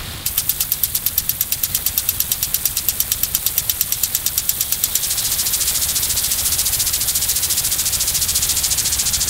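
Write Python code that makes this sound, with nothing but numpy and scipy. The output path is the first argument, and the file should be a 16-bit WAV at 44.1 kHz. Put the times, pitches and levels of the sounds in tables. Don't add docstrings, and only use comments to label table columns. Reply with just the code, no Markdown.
import sys
import numpy as np
from scipy import signal
from scipy.fft import rfft, irfft, next_fast_len
from scipy.io import wavfile
from scipy.ndimage import uniform_filter1d, map_coordinates

SR = 44100
rng = np.random.default_rng(int(sys.argv[2]) if len(sys.argv) > 2 else 0)


def store_wav(level_fs):
    pcm = np.round(np.clip(np.atleast_2d(level_fs), -1, 1) * 32767)
    wavfile.write(sys.argv[1], SR, pcm.T.astype(np.int16))


N = 409688

# t/s, gain/dB of rumble, falling water, insects, jet; jet treble over the rest/dB
STEADY_GAINS = [(0, -30, -32.5, -35, -41, -8), (.26, -34.5, -35.5, -35.5, -44, -11),
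                (.28, -35.5, -38, -36, -28.5, 3), (1.4, -37, -39, -39, -31, 0),
                (1.8, -36.5, -36.5, -37, -29, -1), (4.7, -38.5, -37.5, -34.5, -28, -2),
                (5.3, -37, -33.5, -28.5, -23.5, -1), (6.7, -35.5, -33, -31, -24.5, -3),
                (7, -36.5, -34.5, -31.5, -25.5, -1), (9.29, -33.5, -32.5, -28.5, -26, -4)]
# f/Hz, density/dB per Hz
RUMBLE_SPECTRUM = [(12, -34), (20, -5), (75, -1.5), (116, -2.5), (228, -13.5), (400, -26), (520, -47),
                   (880, -120)]
FALL_SPECTRUM = [(150, -20), (250, -2.5), (600, -3), (720, -3), (790, -0.5), (860, -3.5), (1500, -3),
                 (3000, -3), (4600, -5.5), (6200, -16.5)]
INSECT_SPECTRUM = [(2600, -25.5), (3300, -3), (3900, -3.5), (5000, -8.5), (5400, -11.5)]
JET_SPECTRUM = [(3000, -37), (5500, -14.5), (7000, -10.5), (8500, -3), (11000, -1.5), (14000, 2),
                (16500, -1)]
FLICKER_SPECTRUM = [(15, -30), (40, -9), (150, -6), (400, -9), (900, -13), (1500, -26), (2500, -43)]
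SPLASH_SPECTRUM = [(700, -21.5), (1500, -14), (2500, -9.5), (3500, -5), (5000, -0.5), (7000, 0.5),
                   (8500, 0.5), (10000, -3), (13000, -23)]
SPRAY_SPECTRUM = [(6000, -28), (8500, -4.5), (10000, -0.5), (12000, 0), (14000, -7.5), (16500, -5)]
SLAP_SPECTRUM = [(200, -22), (500, -7), (1500, 1.5), (3000, 1.5), (5000, -26)]
# blow t/s, splash gain/dB, clink of the two highest mode groups/dB
SWINGS = [(0.2625, -22.5, -19), (0.3785, -19.5, -14), (0.4937, -22.5, -10.0), (0.6061, -21, -15),
          (0.719, -24.5, -10.6), (0.8352, -23.5, -10.7), (0.9507, -22.5, -14.7), (1.0635, -23, -11.5),
          (1.179, -23, -10.4), (1.293, -24.4, -12), (1.409, -23.4, -12.2), (1.5225, -22.5, -14.4),
          (1.6356, -21, -11.8), (1.748, -21, -13.5), (1.8638, -21, -12.8), (1.9769, -22, -12),
          (2.0891, -23.0, -11), (2.2029, -23.5, -12.6), (2.3168, -23, -13), (2.4276, -21.5, -17),
          (2.5433, -22, -12.4), (2.6546, -23, -11.2), (2.7698, -20, -20), (2.8856, -21.5, -12),
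          (3.0025, -23.5, -13), (3.1177, -23, -14.2), (3.2332, -24.5, -12), (3.3487, -21.5, -13.3),
          (3.4639, -21.5, -14), (3.5795, -23, -12), (3.6958, -23, -13), (3.81, -25, -13),
          (3.9225, -23.5, -17), (4.0351, -22.5, -13.6), (4.1488, -23.5, -14.0), (4.2628, -22.5, -14.6),
          (4.3778, -22, -15), (4.4921, -23.5, -11), (4.6077, -22, -17), (4.7233, -22, -16),
          (4.8377, -23, -15), (4.9537, -22, -17), (5.0333, -21.0, -29.9), (5.1064, -19.5, -31.4),
          (5.1795, -20, -26.7), (5.2486, -19.5, -25.5), (5.3189, -19.5, -19.9), (5.3906, -18.5, -27.8),
          (5.4646, -19.5, -24.3), (5.5349, -19, -21.8), (5.6082, -19, -26.7), (5.679, -17.5, -24.9),
          (5.7521, -18.5, -26.6), (5.8217, -19, -22.5), (5.8894, -19.5, -22.7), (5.9607, -19, -26.8),
          (6.0305, -19.5, -22.4), (6.1016, -19.5, -25.7), (6.1732, -18.5, -25.7), (6.2435, -19.5, -23.4),
          (6.3152, -19, -21.9), (6.3851, -20.5, -24.6), (6.4557, -18.5, -26.3), (6.5234, -18.0, -22.4),
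          (6.5917, -18.5, -22.0), (6.6622, -19.5, -21.9), (6.7312, -19.0, -24.3), (6.7998, -18.1, -23.4),
          (6.868, -19.5, -26.5), (6.9389, -18.5, -18.1), (7.0123, -19.5, -23.7), (7.0835, -18.5, -23.9),
          (7.1552, -19.5, -18.2), (7.2222, -19, -26.7), (7.2932, -18.4, -20.3), (7.3622, -18.7, -21.4),
          (7.4324, -18.5, -27.3), (7.5067, -18.0, -24.8), (7.5763, -18.4, -27.7), (7.6484, -19, -24.7),
          (7.7194, -18.5, -24.1), (7.7897, -19, -23.0), (7.8617, -18.5, -26.4), (7.9336, -17.5, -25.9),
          (8.008, -18, -28.2), (8.0786, -18.5, -27.6), (8.1495, -18, -23.4), (8.2197, -19, -24.4),
          (8.2887, -19, -25.2), (8.3571, -17.5, -26.8), (8.4267, -18.5, -28.6), (8.4954, -17.5, -31),
          (8.5687, -18, -29.4), (8.6411, -17.5, -27.9), (8.7117, -17, -29.3), (8.7832, -17.5, -26.0),
          (8.8546, -17.5, -33.3), (8.9236, -18, -30.2), (8.994, -17.5, -30.8), (9.0659, -17, -32.8),
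          (9.1374, -18, -32.3), (9.211, -17, -32.5), (9.282, -18, -34)]
# t/s, fine spray over splash/dB, top mode over the next/dB,
# level/dB of the four lower mode groups, highest first
HEAD_TURN = [(.26, 1, -3, -21, -17, -28, -19), (1.2, -0.5, -7, -20, -20, -21.5, -21),
             (2, -1, -2, -20, -17, -16.5, -19), (3.1, -3, 4, -14.5, -15, -16, -16.5),
             (3.9, -4, 1, -15, -14, -14, -19), (4.97, -2, -2, -15.5, -11.5, -15.5, -18.5),
             (5.01, -4, 4, -31, -33, -29, -38), (6.4, -1, 5, -28, -39, -28, -28),
             (7.4, -0.5, -1, -31, -28, -37, -33), (8.3, -2.5, 1, -33, -30, -40, -35),
             (9.29, -13, 0, -40, -37, -38, -42)]
# t/s, band lift/dB
CUP_LIFT = [(0, -1.5), (5, 1), (7, 0.5), (9.29, 3.5)]
# f/Hz, level/dB, t60/s
PIPE_MODES = [(72, 0, .085), (120, -3, .04)]
# t/s, level/dB
THUD_LEVEL = [(0, -34), (.5, -42), (2.2, -41), (3.6, -41), (4.6, -45), (5.6, -43), (6.5, -38), (7.5, -41),
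              (8, -36.5), (8.6, -39), (9.29, -36)]
# f/Hz, level within the group/dB, t60/s
FRAME_MODES = [(784, -24.5, .03), (1302, -17, 0.036), (1733, -13, 0.023), (2680, -8.5, 0.045),
               (3083, -6, 0.052), (3576, -2.5, 0.03), (3924, -4.5, 0.029), (4570, -3.5, 0.019),
               (5786, 2, 0.034), (7190, -2.5, 0.042), (7740, 0.5, 0.031), (8880, -12, .025),
               (9650, -17, 0.022), (10830, -6.5, 0.035), (11970, 7.5, 0.017), (13312, 5, 0.034),
               (14420, 5.5, 0.036)]
GROUP_BORDERS_HZ = (4800, 6500, 11000, 12600, 13900)

FLUTTER_FROM_S = 5
SWING_LEAD_S, SWING_STAY_S = 0.0012, .03
FLUTTER_LEAD_S, FLUTTER_STAY_S = 0.0045, .035
FLUTTER_SOFTER = 1.3
SPITS_PER_S, JET_SPIT_DB, SPLASH_SPIT_DB = 120, -9, -13
CUP_HZ, CUP_WIDTH_HZ = 7080, 770
BALANCE_SCATTER_DB, BODY_SCATTER_DB, SPRAY_SCATTER_DB = 2, 1.5, 1
THUD_WAVER_DB = 2.5
TOP_HZ = 15750


def amp(db):
    return 10 ** (np.asarray(db) / 20)


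def unit(x):
    return x / np.sqrt(np.mean(x ** 2) + 1e-20)


def along(points, hz):
    f, value = np.transpose(points)
    return np.interp(np.log(hz + 1), np.log(f + 1), value)


def filtered(x, response):
    size = next_fast_len(N + 8192)
    gain = response(np.fft.rfftfreq(size, 1 / SR))
    return irfft(rfft(x, size) * gain, size)[..., :N]


def coloured(x, spectrum):
    return unit(filtered(x, lambda hz: amp(along(spectrum, hz))))


def wobble(knots_per_s):
    knots = rng.standard_normal(int(N * knots_per_s / SR) + 4)
    return map_coordinates(knots, [np.arange(N) * knots_per_s / SR])


def curves(rows):
    s, *columns = np.transpose(rows)
    return [np.interp(np.arange(N) / SR, s, column) for column in columns]


def turn():
    s, *columns = np.transpose(HEAD_TURN)
    blows_s = np.transpose(SWINGS)[0]
    return np.array([np.interp(blows_s, s, column) for column in columns])


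def rush(spectrum, spit_db, spit_rate, patchy_db):
    noise = rng.standard_normal(N) * amp(spit_db * wobble(spit_rate))
    z = signal.stft(noise, nperseg=256)[2]
    field = uniform_filter1d(rng.standard_normal(z.shape), size=5, axis=0)
    field = uniform_filter1d(field, size=4, axis=1)
    patchy = signal.istft(z * amp(patchy_db * unit(field)), nperseg=256)[1][:N]
    return coloured(patchy, spectrum)


def drops(rate, hz, spread, cycles, size_db, spectrum):
    when, pitch, size = rng.random((3, round(rate * 10), 1))
    f = np.clip(hz * np.exp(spread * (2 * pitch - 1)), 500, 15500)
    t = np.arange(96) / SR
    level = amp(-size_db * np.log(size + .03))
    grain = level * np.sin(2 * np.pi * f * t) * np.exp(-t * f / cycles)
    where = (when * SR * 10).astype(int) + np.arange(len(t))
    patter = np.bincount(where.ravel(), grain.ravel(), SR * 11)[:N]
    return coloured(patter, spectrum)


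def crossing(gains, lead, rise, fall, sag_db=0):
    env = np.zeros(N + SR)
    for (s, *_), gain in zip(SWINGS, gains):
        flutter = s > FLUTTER_FROM_S
        early, stay = (FLUTTER_LEAD_S, FLUTTER_STAY_S) if flutter else (SWING_LEAD_S, SWING_STAY_S)
        soft = FLUTTER_SOFTER if flutter else 1
        t = np.arange(SR // 10) / SR - .03 + early
        opening = 1 / (1 + np.exp((-lead - t) / (rise * soft)))
        closing = 1 / (1 + np.exp((t - stay) / (fall * soft)))
        start = round((s - .03) * SR)
        env[start:start + len(t)] += gain * opening * closing * amp(sag_db * t / stay)
    return env[:N]


def rumble(blocked):
    gain_db = curves(STEADY_GAINS)[0] - 3.0 * blocked
    return amp(gain_db) * rush(RUMBLE_SPECTRUM, spit_db=.5, spit_rate=15, patchy_db=1.5)


def falling_water(blocked):
    gain_db = curves(STEADY_GAINS)[1] - 3.1 * blocked
    return amp(gain_db) * rush(FALL_SPECTRUM, spit_db=1.5, spit_rate=300, patchy_db=1.5)


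def insects():
    gain_db = curves(STEADY_GAINS)[2] + 1.3 * wobble(3) + 1.0 * wobble(14)
    return amp(gain_db) * rush(INSECT_SPECTRUM, spit_db=2.0, spit_rate=160, patchy_db=1.5)


def free_jet(blocked, tilt_db):
    jet_db = curves(STEADY_GAINS)[3]
    jet = rush(JET_SPECTRUM, spit_db=0, spit_rate=520, patchy_db=1.5)
    jet = jet + amp(-2) * drops(1000, 9500, .55, 2.2, size_db=3, spectrum=JET_SPECTRUM)
    spits = drops(SPITS_PER_S, 8600, 0.47, 0.69, size_db=4.5, spectrum=JET_SPECTRUM)
    jet = jet + amp(JET_SPIT_DB) * spits
    top = filtered(jet, lambda hz: 1 / (1 + (11500 / (hz + 1)) ** 6))
    jet = amp(-tilt_db / 2) * (jet - top) + amp(tilt_db / 2) * top
    return amp(jet_db - 6.5 * blocked + 0.66 * wobble(35)) * jet


def bed():
    tilt_db = curves(STEADY_GAINS)[4] + 2 * wobble(4)
    blocked = crossing(np.ones(len(SWINGS)), 0, 0.0037, 0.0062)
    return rumble(blocked) + falling_water(blocked) + insects() + free_jet(blocked, tilt_db)


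def flicker():
    gain_db = curves(STEADY_GAINS)[1] - 29.5 + 9 * wobble(10)
    return amp(gain_db) * rush(FLICKER_SPECTRUM, spit_db=1, spit_rate=20, patchy_db=8)


def coarse_splash(splash_db):
    spatter = amp(-2) * drops(1500, 7000, .6, 1.6, size_db=3, spectrum=SPLASH_SPECTRUM)
    hiss = rush(SPLASH_SPECTRUM, spit_db=1.5, spit_rate=830, patchy_db=0.5)
    coarse = crossing(amp(splash_db), 0, 0.0026, 0.0037, sag_db=-3) * (hiss + spatter)
    spits = drops(SPITS_PER_S, 7100, 0.42, 0.96, size_db=4.5, spectrum=SPLASH_SPECTRUM)
    coarse = coarse + amp(SPLASH_SPIT_DB) * crossing(amp(splash_db), 0, 0.0027, 0.0034) * spits
    cupped = filtered(coarse, lambda hz: np.exp(-((hz - CUP_HZ) / CUP_WIDTH_HZ) ** 2))
    return coarse + (amp(curves(CUP_LIFT)[0]) - 1) * cupped


def fine_spray(spray_db):
    env = crossing(amp(spray_db), 0.0028, 0.0031, 0.0013, sag_db=-1.5)
    return env * rush(SPRAY_SPECTRUM, spit_db=2.5, spit_rate=970, patchy_db=0.5)


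def mist(splash_db):
    settling = amp(-60 * np.arange(SR // 4) / SR / 0.38)
    env = signal.fftconvolve(crossing(amp(splash_db), 0, .003, .003), settling / settling.sum())[:N]
    return amp(-10.5) * env * rush(SPLASH_SPECTRUM, spit_db=3, spit_rate=490, patchy_db=2)


def slaps(splash_db):
    edges = np.abs(np.gradient(crossing(amp(splash_db), 0.0052, 0.0043, 0.0029)))
    return amp(38.0) * edges * rush(SLAP_SPECTRUM, spit_db=0, spit_rate=400, patchy_db=2.5)


def splashes():
    splash_db = np.transpose(SWINGS)[1]
    spray_db = splash_db + turn()[0] + SPRAY_SCATTER_DB * rng.standard_normal(len(splash_db))
    return coarse_splash(splash_db) + fine_spray(spray_db) + mist(splash_db) + slaps(splash_db)


def thuds():
    push, t = np.zeros(N + SR), np.arange(SR // 6) / SR
    scatter_db = rng.normal(0, 1.4, (len(SWINGS), 2))
    for (s, *_), (cut_db, freed_db) in zip(SWINGS, scatter_db):
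        cut_s, freed_s = (-.0125, .0355) if s > FLUTTER_FROM_S else (-.0035, .036)
        push[round((s + cut_s) * SR)] = amp(-4 + cut_db)
        push[round((s + freed_s) * SR)] = -amp(freed_db)
    ring = sum(amp(db - 60 * t / t60) * np.sin(2 * np.pi * hz * t) for hz, db, t60 in PIPE_MODES)
    ring = ring * (1 - np.exp(-t / .003))
    level_db = curves(THUD_LEVEL)[0] + THUD_WAVER_DB * wobble(3.03)
    return amp(level_db) * unit(signal.fftconvolve(push, ring)[:N])


def knocks():
    out, t = np.zeros(N + SR), np.arange(SR // 10) / SR
    hz, mode_db, t60 = np.transpose(FRAME_MODES)[:, :, None]
    mode_scatter = rng.standard_normal((len(SWINGS), 3, len(FRAME_MODES), 1))
    group_scatter = rng.standard_normal((len(SWINGS), 5))
    for swing, turned, modes, groups in zip(SWINGS, turn().T, mode_scatter, group_scatter):
        s, _, clink_db = swing
        _, tip_db, *body_db = turned
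        size, phase, detune = modes
        tip, *body = groups
        half_tip_db = (tip_db + BALANCE_SCATTER_DB * tip) / 2
        body_db = body_db + BODY_SCATTER_DB * np.array(body)
        group_db = np.r_[clink_db + half_tip_db, clink_db - half_tip_db, body_db]
        level_db = group_db[::-1][np.digitize(hz, GROUP_BORDERS_HZ)] + mode_db
        level_db = level_db + 2 * size * (mode_db < 0)
        angle = 2 * np.pi * hz * (1 + .0015 * detune) * t + 1.5 * phase
        ring = amp(level_db - 60 * t / t60) * np.sin(angle)
        crack_noise = np.diff(rng.standard_normal(len(t) + 1))
        crack = amp(np.mean(group_db) + 8.0 - 60 * t / 0.018) * crack_noise
        onset = 1 - np.exp(-t / 0.00034)
        out[round(s * SR):][:len(t)] += (ring.sum(axis=0) + crack) * onset
    return out[:N]


def scene():
    mid = splashes() + knocks() + thuds() + bed()
    side = flicker()
    return np.array([mid + side, mid - side])


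def record(dry):
    clipped = dry / (1 + np.abs(dry / 1.1) ** 6) ** (1 / 6)
    return filtered(clipped, lambda hz: hz < TOP_HZ)


dry = scene()
out = record(dry)
store_wav(out)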